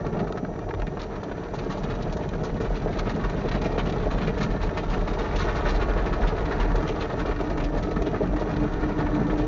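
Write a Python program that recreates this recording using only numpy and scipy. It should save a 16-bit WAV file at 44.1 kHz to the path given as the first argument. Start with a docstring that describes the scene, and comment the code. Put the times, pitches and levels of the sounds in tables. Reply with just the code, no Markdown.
"""Wet strips of spinning brushes lash the windscreen and drum on the bonnet, heard inside a car in a car wash.
Each strip is a tiny random impulse; the impulses clump, ring glass and panels, and make the closed cabin boom.
Lashes shed bursts of water ticks over a steady crackle of bristles and spray; strips knock on the metal.
Behind them a fluttering brush-drive hum grows as it nears, and a thin warbling whine sits over an even hiss."""
import sys
import numpy as np
from scipy import signal
from scipy.fft import rfft, irfft, next_fast_len
from scipy.io import wavfile
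from scipy.ndimage import uniform_filter1d, map_coordinates

SR = 44100
rng = np.random.default_rng(int(sys.argv[2]) if len(sys.argv) > 2 else 0)


def store_pcm(level_fs):
    """Save levels as 16-bit WAV."""
    pcm = np.round(np.clip(level_fs, -1, 1) * 32767).astype(np.int16)
    wavfile.write(sys.argv[1], SR, np.atleast_2d(pcm).T)


N = 417627

# All table levels below are starting points: the functions add their own trims and random sway.
# Separate lashes of wet strips on the glass, from single ticks to heavy smacks. Each row: start in seconds,
# length in seconds (4 ms at least is used), smack level in dB, spatter level in dB,
# spatter brightness in dB per octave.
LASHES = [(0.064, 0.0066, -36, -45, 2.5), (.166, 0.013, -39, -52.5, -0.5), (0.187, 0.022, -36, -45.5, -1),
          (.265, 0.023, -38, -50.5, -3), (0.323, 0.0036, -31, -40.5, 0), (0.37, 0.015, -34.5, -44.5, -3),
          (0.448, 0.0036, -32, -51, -2), (0.559, .005, -41, -54, -3), (0.589, 0.0059, -37, -50.5, 5),
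          (0.687, 0.009, -37, -49, -1.5), (0.706, 0.009, -32, -49.5, 1.5), (0.737, .007, -32, -45, -2.5),
          (.746, 0.0036, -37, -44, -1.5), (0.795, .008, -38.5, -49, 4), (0.818, .0045, -30, -41.5, 0.5),
          (0.866, 0.013, -41, -44.5, -2), (0.969, 0.0088, -33, -49, -3.5), (0.989, 0.023, -40, -45, -1),
          (1.015, 0.0055, -37, -38.5, 4), (1.024, 0.019, -41, -46.5, 3.5), (1.152, .018, -39, -49, -1),
          (1.23, 0.014, -35, -48, 3), (1.31, 0.017, -34.5, -47.5, -6), (1.534, 0.03, -42, -47.5, 7.5),
          (1.583, .018, -44, -42, -1.5), (1.644, 0.0086, -45, -53, 12.5), (1.693, .045, -37, -44, 2),
          (1.766, 0.031, -54, -50, 6), (1.831, 0.016, -39, -43.5, 2), (1.896, 0.029, -37, -44.5, -1.5),
          (1.947, 0.015, -40, -46.5, 0.5), (2.019, 0.016, -51, -44, 4.5), (2.119, 0.021, -41, -46, 6.5),
          (2.164, 0.017, -39, -48, 9.5), (2.289, 0.004, -48, -42, 5), (2.331, .012, -38, -52.5, -3),
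          (2.428, 0.034, -38.5, -46, 10), (2.598, 0.031, -40, -49.5, 10.5), (2.747, 0.033, -40, -43.5, -1),
          (2.871, .016, -34.5, -50, -4), (2.921, .024, -40, -43.5, -4), (2.968, 0.013, -39, -43.5, -4),
          (2.985, .017, -32, -36.5, 3.5), (3.09, 0.02, -34, -39.5, 3), (3.16, 0.0061, -38, -43.5, 3),
          (3.192, .011, -36.5, -48.5, -5), (3.233, 0.029, -32.5, -44.5, -3), (3.294, 0.012, -34.5, -42, 1),
          (3.483, 0.013, -35, -41, 2), (3.51, 0.016, -33, -36.5, -2.5), (3.533, 0.032, -38, -40.5, -5),
          (3.612, .018, -36, -38.5, -1), (3.639, .03, -36.5, -40.5, -1.5), (3.722, 0.0072, -46, -45, 4),
          (3.775, 0.027, -30.5, -34, -5), (3.852, 0.028, -38, -43.5, -3.5), (3.893, .012, -39, -40.5, -1),
          (3.92, 0.014, -40, -41.5, -1.5), (4.102, 0.028, -36, -41.5, -0.5), (4.179, .014, -37, -40.5, -5),
          (4.203, 0.04, -38, -40.5, -7.5), (4.267, 0.022, -37.5, -38, -6), (4.372, 0.022, -44, -43.5, 1),
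          (4.403, 0.023, -31.5, -37.5, -1), (4.423, 0.026, -37, -37.5, 3.5), (4.5, 0.027, -48, -50, 1),
          (4.609, 0.036, -38, -41.5, 0.5), (4.688, 0.012, -36, -46.5, -4.5),
          (4.766, 0.032, -34, -36.5, -4.5), (4.89, 0.041, -36.5, -45.5, 2.5),
          (4.929, 0.025, -33.5, -41.5, -2), (5.071, 0.024, -32.5, -38.5, -5),
          (5.131, 0.011, -34.5, -42, -2.5), (5.18, 0.038, -37, -43.5, 0), (5.352, 0.027, -42, -39, 2.5),
          (5.38, 0.05, -34.5, -38.5, 1), (5.472, 0.039, -32, -43.5, -7), (5.544, .037, -31, -40.5, -0.5),
          (5.654, 0.034, -30, -41.5, -2), (5.68, 0.035, -37, -37.5, 3), (5.735, 0.037, -50, -44.5, 1),
          (5.802, 0.037, -34, -39.5, -4), (6.057, 0.018, -32.5, -45.5, 0), (6.121, 0.03, -35, -42, -7.5),
          (6.224, 0.018, -32.5, -53.5, -6), (6.267, 0.026, -47, -39.5, -1.5), (6.449, .018, -35, -43, -2),
          (6.505, 0.033, -30.5, -47.5, 4), (6.596, 0.022, -32, -40, 0), (6.753, .014, -32.5, -41, 6),
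          (6.823, 0.018, -31.5, -47.5, 1), (6.867, 0.038, -39, -39.5, -1), (6.999, 0.035, -37, -38, -2.5),
          (7.19, 0.02, -33, -42, 3.5), (7.252, 0.025, -32.5, -43.5, -0.5), (7.306, .02, -33.5, -45.5, -3.5),
          (7.386, 0.02, -35, -47.5, -4), (7.406, .011, -35, -43, 1), (7.494, 0.02, -41, -47, 2.5),
          (7.571, 0.015, -34, -42, 0), (7.595, 0.023, -36, -44, -4), (7.635, 0.021, -44, -40, -0.5),
          (7.769, 0.028, -39, -46.5, 4), (7.822, 0.021, -45, -44, 3.5), (7.907, 0.015, -37, -44, 2),
          (7.957, .018, -32.5, -49.5, 2.5), (8.018, 0.012, -37.5, -41.5, 2.5),
          (8.057, 0.026, -37, -42, -4.5), (8.138, 0.032, -34.5, -49.5, -8), (8.36, 0.013, -33, -49.5, 7.5),
          (8.389, 0.026, -38, -48.5, 6.5), (8.415, .012, -36, -48.5, 0.5), (8.559, 0.014, -39, -41, -3.5),
          (8.596, .013, -42, -47, -3.5), (8.732, .013, -44, -47.5, 0.5), (8.986, 0.034, -33, -48, -2.5),
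          (9.058, 0.019, -33, -47, -7.5), (9.145, .014, -37, -44.5, -3.5), (9.295, .016, -35, -40.5, -15),
          (9.369, 0.038, -43, -44.5, 0)]
# How hard the brushes press on the glass. Each row: time in seconds, bristle level in dB, spray level in dB.
BRUSH_PRESSURE = [(0.0, -43, -54.5), (.4, -48.5, -60), (0.71, -50, -60), (1.03, -49, -58),
                  (1.55, -45.5, -55.5), (1.77, -43.5, -53), (2.14, -45, -52), (4.22, -40, -47.5),
                  (4.59, -42, -52), (5.11, -40.5, -46.5), (5.67, -35.5, -46), (7.252, -39.5, -48.5),
                  (7.91, -43, -52), (9.26, -38.5, -49.5), (9.47, -43.5, -50)]
# Colour of a drop heard through glass. Each row: frequency in Hz, relative density in dB per Hz.
DROP_COLOUR = [(1240, -16), (2050, -3), (2450, -2.8), (3100, -6.3), (3950, -5.4), (5340, -14.3),
               (5850, -14), (6970, -20), (9060, -51), (15300, -120)]
# Narrow modes of the windscreen and the dips between them. 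Each row: centre in Hz, width in Hz, gain in dB.
GLASS_MODES = [(1020, 40, -3.5), (1116, 40, 2), (1285, 30, 3), (1555, 30, -1.5), (1670, 31, -1),
               (1835, 52, 1), (2260, 45, -0.5), (2380, 50, 2), (2590, 50, -3.5), (2740, 45, 1.8),
               (2840, 45, 0), (3045, 40, -3.5), (3090, 55, 2.5), (4660, 40, 0)]
# Strips on the sheet metal, faint to loud. Each row: start in seconds, level in dB, centre of the ring in Hz.
KNOCKS = [(.046, -21, 563), (.12, -17, 190), (.145, -24, 597), (.204, -20, 487), (.21, -15.5, 200),
          (.226, -19, 517), (.302, -20.5, 560), (.352, -26, 600), (.428, -17, 190), (.483, -25.5, 576),
          (.669, -24.5, 620), (.729, -21, 420), (.87, -18, 181), (1.229, -27, 500), (1.312, -24, 520),
          (1.536, -22.5, 674), (1.662, -18, 400), (1.69, -15.5, 170), (1.772, -24, 680), (2.159, -19, 465),
          (2.272, -17, 160), (2.41, -18.5, 160), (2.6, -19, 480), (2.704, -22, 680), (2.859, -15, 600),
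          (3.072, -18.5, 484), (3.142, -18, 170), (3.446, -17.5, 500), (3.655, -16.5, 484),
          (3.779, -16, 467), (3.96, -20.5, 716), (4.06, -14.5, 480), (4.279, -16, 450), (5.075, -22, 500),
          (5.172, -22, 700), (5.659, -17.5, 450), (5.883, -19, 592), (5.962, -19, 500), (6.2, -15.5, 610),
          (6.322, -18, 520), (6.53, -20, 500), (6.744, -16, 480), (6.803, -25, 700), (6.893, -16.5, 485),
          (7.097, -26, 680), (7.251, -17.5, 594), (7.402, -17, 507), (7.914, -16, 385), (7.965, -13.5, 190),
          (8.011, -17, 382), (8.07, -14.5, 420), (8.206, -12, 445), (8.411, -16.5, 450), (8.889, -22, 680),
          (9.396, -20, 620)]
# How hard the strips beat on the body. Each row: time in seconds, cabin boom level in dB,
# bonnet level in dB, side panel level in dB.
BODY_BEATING = [(0, -37.5, -33.5, -33), (.15, -37.5, -30, -29.5), (.45, -41, -36.5, -35),
                (.8, -32.5, -39.5, -34.5), (1.35, -42.5, -37.5, -35.5), (1.75, -35.5, -34, -33),
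                (2.6, -31.5, -32.5, -32), (3.4, -30.5, -33.5, -32), (3.75, -28.5, -31.5, -29.5),
                (4.55, -29.5, -30.5, -32), (5.1, -27.5, -35.5, -31), (5.8, -26, -35.5, -29.5),
                (6.6, -28, -34.5, -30.5), (7.4, -28.5, -35, -31.5), (8.15, -29.5, -32.5, -30),
                (8.75, -30.5, -31.5, -31.5), (9.47, -30.5, -31.5, -29.5)]
# Resonances of bodywork, glass and cabin. Each row: centre in Hz, width in Hz, relative level in dB.
PANEL_MODES = [(72, 75, -3), (96, 35, -2), (159, 133, 1.5), (210, 39, -6.5), (273.3, 34, -5),
               (376, 130, -4), (440, 98, -1), (594, 220, -17), (615, 107, -5), (714, 110, -7.5),
               (850, 106, -9), (949, 105, -8), (1119, 220, -12), (1268, 250, -13), (1428, 260, -16),
               (1645, 540, -17), (1837, 190, -16), (2330, 1100, -23)]
# The brush shoves the whole body. Each row: start in seconds, level in dB.
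BODY_SHOVES = [(.785, -20.5), (2.5, -20), (2.69, -17.5), (3.224, -18), (4.123, -16), (4.48, -18),
               (4.64, -16.5), (4.96, -19), (5.33, -15), (5.73, -15), (5.87, -14.5), (6.211, -11),
               (6.589, -14.5), (6.711, -15.5), (7.736, -19), (8.31, -17.5), (8.578, -18)]
# Colour of the cabin air's boom. Each row: frequency in Hz, relative density in dB per Hz.
BOOM_COLOUR = [(10, -55.5), (22, -16), (30, 2), (40, 9.5), (52, 0.5), (68, -9.5), (95, -32.5), (200, -120)]
# Decay of the cabin's reflections. Each row: frequency in Hz, time to fall by 60 dB in seconds.
CABIN_DECAY = [(100, 0.053), (700, 0.047), (2000, 0.061), (7000, 0.014)]
# The brush drive as it nears. Each row: time in seconds, hum level in dB.
DRIVE_LEVEL = [(0, -47.5), (5, -45), (6.3, -40.5), (7.3, -36.5), (8.2, -35.5), (8.75, -32.5), (9.47, -31.5)]
# The hum swells under load. Each row: centre of the swell in seconds, level in dB, pitch in Hz.
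DRIVE_SURGES = [(8.355, -26, 302), (8.625, -24.5, 299), (9.15, -24, 298), (9.345, -25.5, 308),
                (9.41, -26, 299)]

# Rows of strips on the spinning brush: a steady beat, with the timing scatter of each row
ROWS_PER_S, FIRST_ROW_S, ROW_SCATTER_S = 12.33, .048, .01
ROW_LENGTH_S = 0.038  # typical; each row is stretched or shortened
ROW_SMACK_DB, ROW_SPATTER_DB = -2, -5  # added to the brush pressure levels
ROW_UNEVEN_DB, ROW_SPREAD_DB = -1, 5.5  # every second row is fuller; random range either way
# Tilt of a row's or flick's spatter in dB per octave, and its random range either way
BRIGHTNESS_DB, BRIGHTNESS_SPREAD_DB = -3, 3
# Stray strips: length, smack and spatter over the brush pressure levels, random range either way
FLICK_S, FLICK_SMACK_DB, FLICK_SPATTER_DB, FLICK_SPREAD_DB = 0.0078, 2, 1.5, 0.5
# Band of the glass under a smack, and how far it moves up or down from spot to spot
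SMACK_LOW_HZ, SMACK_HIGH_HZ, SMACK_SHIFT_OCTAVES = 790, 2070, .3
RANDOM_KNOCK_DB, RANDOM_KNOCK_HZ = 12.5, 510  # level over the side panels; typical ring
ROOF_DB, ROOF_FOLLOWS = -37, 0.5  # mean roof level before sway; dB gained per dB of cabin boom
TOP_HZ = 7250  # upper band limit


def amp(db):
    """Turn decibels into gain."""
    return 10 ** (np.asarray(db) / 20)


def unit(x):
    """Scale to rms 1."""
    return x / np.sqrt(np.mean(x ** 2) + 1e-20)


def along(points, hz):
    """Read a curve of (Hz, value) points on a log frequency axis."""
    f, v = np.transpose(points)
    return np.interp(np.log(hz + 1), np.log(f + 1), v)


def curves(rows):
    """Draw one value per sample for each column after the time."""
    s, *cols = np.transpose(rows)
    return [np.interp(np.arange(N) / SR, s, c) for c in cols]


def wobble(rate):
    """Draw a smooth random curve with rate knots a second."""
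    knots = rng.standard_normal(int(N * rate / SR) + 4)
    return map_coordinates(knots, [np.arange(N) * rate / SR], order=3)


def add(track, s, sound):
    """Mix a sound into the track at time s."""
    part = track[max(0, round(s * SR)):][:len(sound)]
    part += sound[:len(part)]


def through(x, response):
    """Play x through an impulse response."""
    return signal.oaconvolve(x, response)[:N]


def ringing(gain, size=8192):
    """Build the minimum-phase ring, of energy 1, that has this gain over frequency."""
    log_gain = np.log(np.maximum(gain(np.fft.rfftfreq(size, 1 / SR)), 1e-6))
    cepstrum = irfft(log_gain)
    # Fold the second half onto the first, so the ring starts at once
    cepstrum[1:size // 2] *= 2
    cepstrum[size // 2 + 1:] = 0
    response = irfft(np.exp(rfft(cepstrum)))
    return response / np.linalg.norm(response)


def bodywork(low_hz, high_hz, order=14):
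    """Ring the panel resonances that lie between two frequencies."""
    def gain(hz):
        modes = sum(amp(db) ** 2 / (1 + (2 * (hz - c) / w) ** 2) ** 2 for c, w, db in PANEL_MODES)
        low_cut = 1 / (1 + (low_hz / (hz + 1)) ** order)
        high_cut = 1 / (1 + (hz / high_hz) ** order)
        return np.sqrt(modes * low_cut * high_cut)
    return ringing(gain)


def wet_glass(brightness_db=0, pivot_hz=3000):
    """Make the tick of one drop on the windscreen; finer drops are brighter."""
    def gain(hz):
        octaves = np.clip(np.log2((hz + 1) / pivot_hz), -.5, 1)
        return amp(along(DROP_COLOUR, hz) + brightness_db * octaves)
    return ringing(gain, size=1024)


def impacts(rate, spread_db, size):
    """Scatter random impulses of either sign, about rate a second, with uneven strength."""
    landed = rng.random(size) < rate / SR
    sign = rng.choice([-1, 1], size)
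    return landed * sign * amp(spread_db * np.clip(rng.standard_normal(size), -2, 2))


def patter(response, rate, spread_db, clumps_db, even_s):
    """Rain endless clumped impacts on one surface, with the level evened to about rms 1 over even_s."""
    x = through(impacts(rate, spread_db, N) * amp(clumps_db), response)
    size = max(8, int(even_s * SR))
    power = uniform_filter1d(uniform_filter1d(x ** 2, size), size)
    return x / np.sqrt(np.abs(power) + 1e-12)


def splat(response, length, rate, spread_db, drip=0.16, rise=.25, snap_s=0):
    """Land a bundle of impacts with a snap worth snap_s of it, then thin it out; energy of rms 1 over length."""
    t = np.arange(int(3 * length * SR) + 512) / SR
    onset = np.minimum(t / (rise * length), 1)
    tail = np.exp(-np.maximum(t / length - .7, 0) / drip)
    hits = impacts(rate, spread_db, len(t)) * onset * tail
    hits[int(rise * length * SR)] += np.linalg.norm(hits) * np.sqrt(snap_s / length)
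    x = signal.fftconvolve(hits, response)
    return x * np.sqrt(length * SR / (np.sum(x ** 2) + 1e-20))


def roaming(x, depth_db, span_hz, hold_s):
    """Shift the colour at random over time, as each spot on the glass favours other frequencies."""
    hz, t, z = signal.stft(x, SR, nperseg=256)
    cells = np.meshgrid(hz / span_hz, t / hold_s, indexing="ij")
    spots = rng.standard_normal((int(hz[-1] / span_hz) + 2, int(t[-1] / hold_s) + 2))
    colour = np.clip(map_coordinates(spots, cells, order=3), -2, 2)
    gain = unit(amp(depth_db * colour))
    return signal.istft(z * gain, SR, nperseg=256)[1][:N]


def lashing():
    """Wet strips smack the windscreen, ring the spot where they land and shed water as bursts of ticks."""
    smacks, water = np.zeros(N), np.zeros(N)
    shifts = 2 ** (SMACK_SHIFT_OCTAVES * np.array([-1.3, -.5, 0, 0.3, 0.75]))
    spots = [bodywork(SMACK_LOW_HZ * shift, SMACK_HIGH_HZ * shift, order=7) for shift in shifts]
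    lashes = [*LASHES, *brush_rows(), *stray_flicks()]
    for s, length, smack_db, spatter_db, brightness_db in lashes:
        length = max(length, .004)
        spot = spots[rng.integers(len(spots))]
        smack = splat(spot, length, rate=2200, spread_db=2.2, drip=.42, rise=.18)
        drop = wet_glass(brightness_db)
        spatter = splat(drop, length, rate=2600, spread_db=2.4, drip=.5, rise=.33, snap_s=.0007)
        add(smacks, s, amp(smack_db - 1.55) * smack)
        add(water, s, amp(spatter_db - 1.85) * spatter)
    return smacks + roaming(water, depth_db=1.8, span_hz=800, hold_s=.025)


def brush_rows(wetness_db=2.5):
    """Land one lash per row of the brush, except near a separate lash; columns as in LASHES."""
    row = np.arange(int(N / SR * ROWS_PER_S))
    late, stretch, weight, wetness, fineness = rng.uniform(-1, 1, (len(row), 5)).T
    s = FIRST_ROW_S + row / ROWS_PER_S + ROW_SCATTER_S * late
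    length = ROW_LENGTH_S * np.exp(0.86 * stretch)
    at, bristle_db, spray_db = np.transpose(BRUSH_PRESSURE)
    force_db = ROW_UNEVEN_DB * (-1) ** row + ROW_SPREAD_DB * weight
    smack_db = np.interp(s, at, bristle_db) + ROW_SMACK_DB + force_db
    spatter_db = np.interp(s, at, spray_db) + ROW_SPATTER_DB + force_db + wetness_db * wetness
    brightness_db = BRIGHTNESS_DB + BRIGHTNESS_SPREAD_DB * fineness
    # Keep only rows more than half a beat away from any separate lash
    free = np.abs(s[:, None] - np.transpose(LASHES)[0]).min(axis=1) > .5 / ROWS_PER_S
    return np.transpose([s, length, smack_db, spatter_db, brightness_db])[free]


def stray_flicks(count=110):
    """Tick single strips on the glass out of step with the rows; columns as in LASHES."""
    when, weight, fineness = rng.uniform(-1, 1, (count, 3)).T
    s = (np.arange(count) + np.abs(when)) / count * N / SR
    at, bristle_db, spray_db = np.transpose(BRUSH_PRESSURE)
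    force_db = FLICK_SPREAD_DB * weight
    smack_db = np.interp(s, at, bristle_db) + FLICK_SMACK_DB + force_db
    spatter_db = np.interp(s, at, spray_db) + FLICK_SPATTER_DB + force_db
    brightness_db = BRIGHTNESS_DB + BRIGHTNESS_SPREAD_DB * fineness
    return np.transpose([s, np.full(count, FLICK_S), smack_db, spatter_db, brightness_db])


def scrubbing(clumps, bristle_gain_db=-0.67, spray_gain_db=-2.5, sway_db=0.95, stroke_db=1.03):
    """Bristle tips and flung water crackle on the glass, thicker with each clump and weaker between strokes."""
    bristle_db, spray_db = curves(BRUSH_PRESSURE) + sway_db * wobble(9.7) + stroke_db * stroke()
    glass, film = bodywork(895, 2100, order=7), wet_glass(brightness_db=-1.0)
    bristles = patter(glass, rate=2800, spread_db=3, clumps_db=1.7 * clumps, even_s=.07)
    spray = patter(film, rate=2400, spread_db=4, clumps_db=1.9 * clumps, even_s=.1)
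    spray = roaming(spray, depth_db=2.2, span_hz=900, hold_s=.014)
    return amp(bristle_db + bristle_gain_db) * bristles + amp(spray_db + spray_gain_db) * spray


def stroke():
    """Follow the brush's beat: 1 while a row of strips sweeps the glass, -1 between rows."""
    t = np.arange(N) / SR
    return np.cos(2 * np.pi * ROWS_PER_S * (t - FIRST_ROW_S - ROW_LENGTH_S / 2))


def windscreen(x):
    """Ring the narrow modes of the glass with everything that lands on it."""
    def gain(hz):
        return amp(sum(db / (1 + (2 * (hz - c) / w) ** 2) for c, w, db in GLASS_MODES))
    return through(x, ringing(gain, size=4096))


def knocking(reach=1.3):
    """Strips knock on the metal, ringing the resonances within reach of each spot's centre."""
    out = np.zeros(N)
    for s, db, hz in [*KNOCKS, *random_knocks()]:
        spot = bodywork(hz / reach, hz * reach, order=8)
        knock = splat(spot, length=0.015, rate=1600, spread_db=4.0, drip=0.42, rise=0.03, snap_s=0.0068)
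        add(out, s, amp(db - 10.5) * knock)
    return out


def random_knocks(count=5):
    """Land further strips at random, following the beating on the side panels; columns as in KNOCKS."""
    s = (np.arange(count) + rng.random(count)) / count * N / SR
    weight, spot = rng.uniform(-1, 1, (count, 2)).T
    at, _, _, panel_db = np.transpose(BODY_BEATING)
    level_db = np.interp(s, at, panel_db) + RANDOM_KNOCK_DB + 3 * weight
    return np.transpose([s, level_db, RANDOM_KNOCK_HZ * np.exp(0.13 * spot)])


def drumming(clumps, sway_db=1.76):
    """Soft strips beat roof, bonnet and side panels without pause; the smaller the panel, the higher it rings."""
    boom_db, bonnet_db, panel_db = curves(BODY_BEATING)
    roof_db = ROOF_DB + ROOF_FOLLOWS * (boom_db - boom_db.mean())
    roof = patter(bodywork(66, 117.7), rate=500, spread_db=2, clumps_db=0, even_s=0.13)
    roof = amp(roof_db + sway_db * wobble(8.3)) * roof
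    bonnet = patter(bodywork(123.5, 272), rate=900, spread_db=2.5, clumps_db=0.7 * clumps, even_s=0.14)
    bonnet = amp(bonnet_db + 0.03 + sway_db * wobble(9)) * bonnet
    panels = patter(bodywork(279.0, 847), rate=1800, spread_db=3, clumps_db=2.0 * clumps, even_s=0.13)
    panels = amp(panel_db - 1.1) * panels
    return roof + bonnet + panels


def lull(events, depth_db, lull_s):
    """Thin the patter by a brief level dip around each event, as strips gather for it: gain over time."""
    gaps, t = np.zeros(N), np.arange(max(8, int(lull_s * SR)))
    for s, *_ in events:
        add(gaps, s - 0.82 * lull_s, np.sin(np.pi * t / len(t)))  # mostly ahead of the event
    return amp(-depth_db * np.minimum(gaps, 1))


def cabin_boom(mode_hz=41, swell_s=0.031, sway_db=4):
    """The flexing roof pumps the cabin air; each hard shove takes over and swells its lowest mode."""
    boom_db, _, _ = curves(BODY_BEATING)
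    air = ringing(lambda hz: amp(along(BOOM_COLOUR, hz)), size=32768)
    level_db = boom_db - 0.5 + sway_db * np.minimum(wobble(12), .7)
    boom = amp(level_db) * patter(air, rate=400, spread_db=0.5, clumps_db=0, even_s=0.075)
    t = np.arange(SR // 3) / SR
    shove = (t / swell_s * np.exp(1 - t / swell_s)) ** 2  # peaks at 1 after swell_s
    swells, held = np.zeros(N), np.zeros(N)
    for (s, db), detune in zip(BODY_SHOVES, rng.standard_normal(len(BODY_SHOVES))):
        tone = np.sin(2 * np.pi * mode_hz * (1 + 0.029 * detune) * t)
        add(swells, s, amp(db - 3.0) * shove * tone)
        add(held, s, shove)
    return boom * (1 - .7 * np.minimum(held, 1)) + swells


def cabin(x, size=2048):
    """Short reflections from windows and trim: a decaying noise tail, drawn anew every 0.2 s."""
    out, step = np.zeros(N), SR // 5
    for start in range(0, N, step):
        hz, t, z = signal.stft(rng.standard_normal(size), SR, nperseg=128)
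        decay = amp(-60 * t / along(CABIN_DECAY, hz)[:, None])
        tail = signal.istft(z * decay, SR, nperseg=128)[1]
        echoes = signal.fftconvolve(x[start:start + step], tail / np.linalg.norm(tail))
        add(out, start / SR + 0.001958, echoes)  # delay of the first reflection
    return out


def narrow(hz, width_hz):
    """Make a tone that flutters in level and phase, with width_hz random knots a second."""
    phase = 2 * np.pi * hz * np.arange(N) / SR
    return unit(wobble(width_hz) * np.cos(phase) + wobble(width_hz) * np.sin(phase))


def drive_hum(hum_hz=301, load_db=-0.5, surge_s=0.038):
    """The brush drive emerges from the wash as it nears, fluttering and surging under the changing load."""
    hum_db, = curves(DRIVE_LEVEL)
    t = np.arange(N) / SR
    core = unit(np.sin(2 * np.pi * hum_hz * t + 1.5 * wobble(15)))
    tone = unit(.6 * core + narrow(hum_hz, width_hz=42))
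    hum = amp(hum_db + 1.0 + load_db * np.minimum(wobble(16), 1)) * tone
    for s, db, hz in DRIVE_SURGES:
        swell = np.exp(-((t - s) / surge_s) ** 2)
        steady = amp(db) * unit(np.sin(2 * np.pi * hz * t))
        hum = (1 - swell) * hum + swell * steady  # a steady tone briefly replaces the flutter
    return hum


def whine(pitch_hz=5870):
    """A thin electrical whine whose pitch warbles quickly, over a faint even hiss."""
    warble_hz = 30 * unit(wobble(60)) + 50 * narrow(24, width_hz=12) + 75 * unit(wobble(600))
    tone = amp(-68.5) * unit(np.sin(2 * np.pi * np.cumsum(pitch_hz + warble_hz) / SR))
    hiss = amp(-62.5) * rng.standard_normal(N)
    return tone + hiss


def scene():
    """Mix glass, bodywork, cabin reflections, drive and whine."""
    clumps = unit(wobble(30) + 0.5 * wobble(80))  # strips arrive in bunches
    before_knocks = lull(KNOCKS, depth_db=1.5, lull_s=0.026)
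    before_lashes = lull(LASHES, depth_db=0.5, lull_s=0.019)
    glass = windscreen(lashing() + before_knocks * before_lashes * scrubbing(clumps))
    body = knocking() + before_knocks * drumming(clumps) + cabin_boom()
    reflections = amp(-12.0) * cabin(glass)
    return (glass + body + reflections + drive_hum() + whine())[None]


def record(dry):
    """Cut everything above TOP_HZ with a hard band limit."""
    size = next_fast_len(N + SR // 2)
    kept = np.fft.rfftfreq(size, 1 / SR) < TOP_HZ
    return irfft(rfft(dry, size) * kept, size)[:, :N]


dry = scene()
out = record(dry)
store_pcm(out)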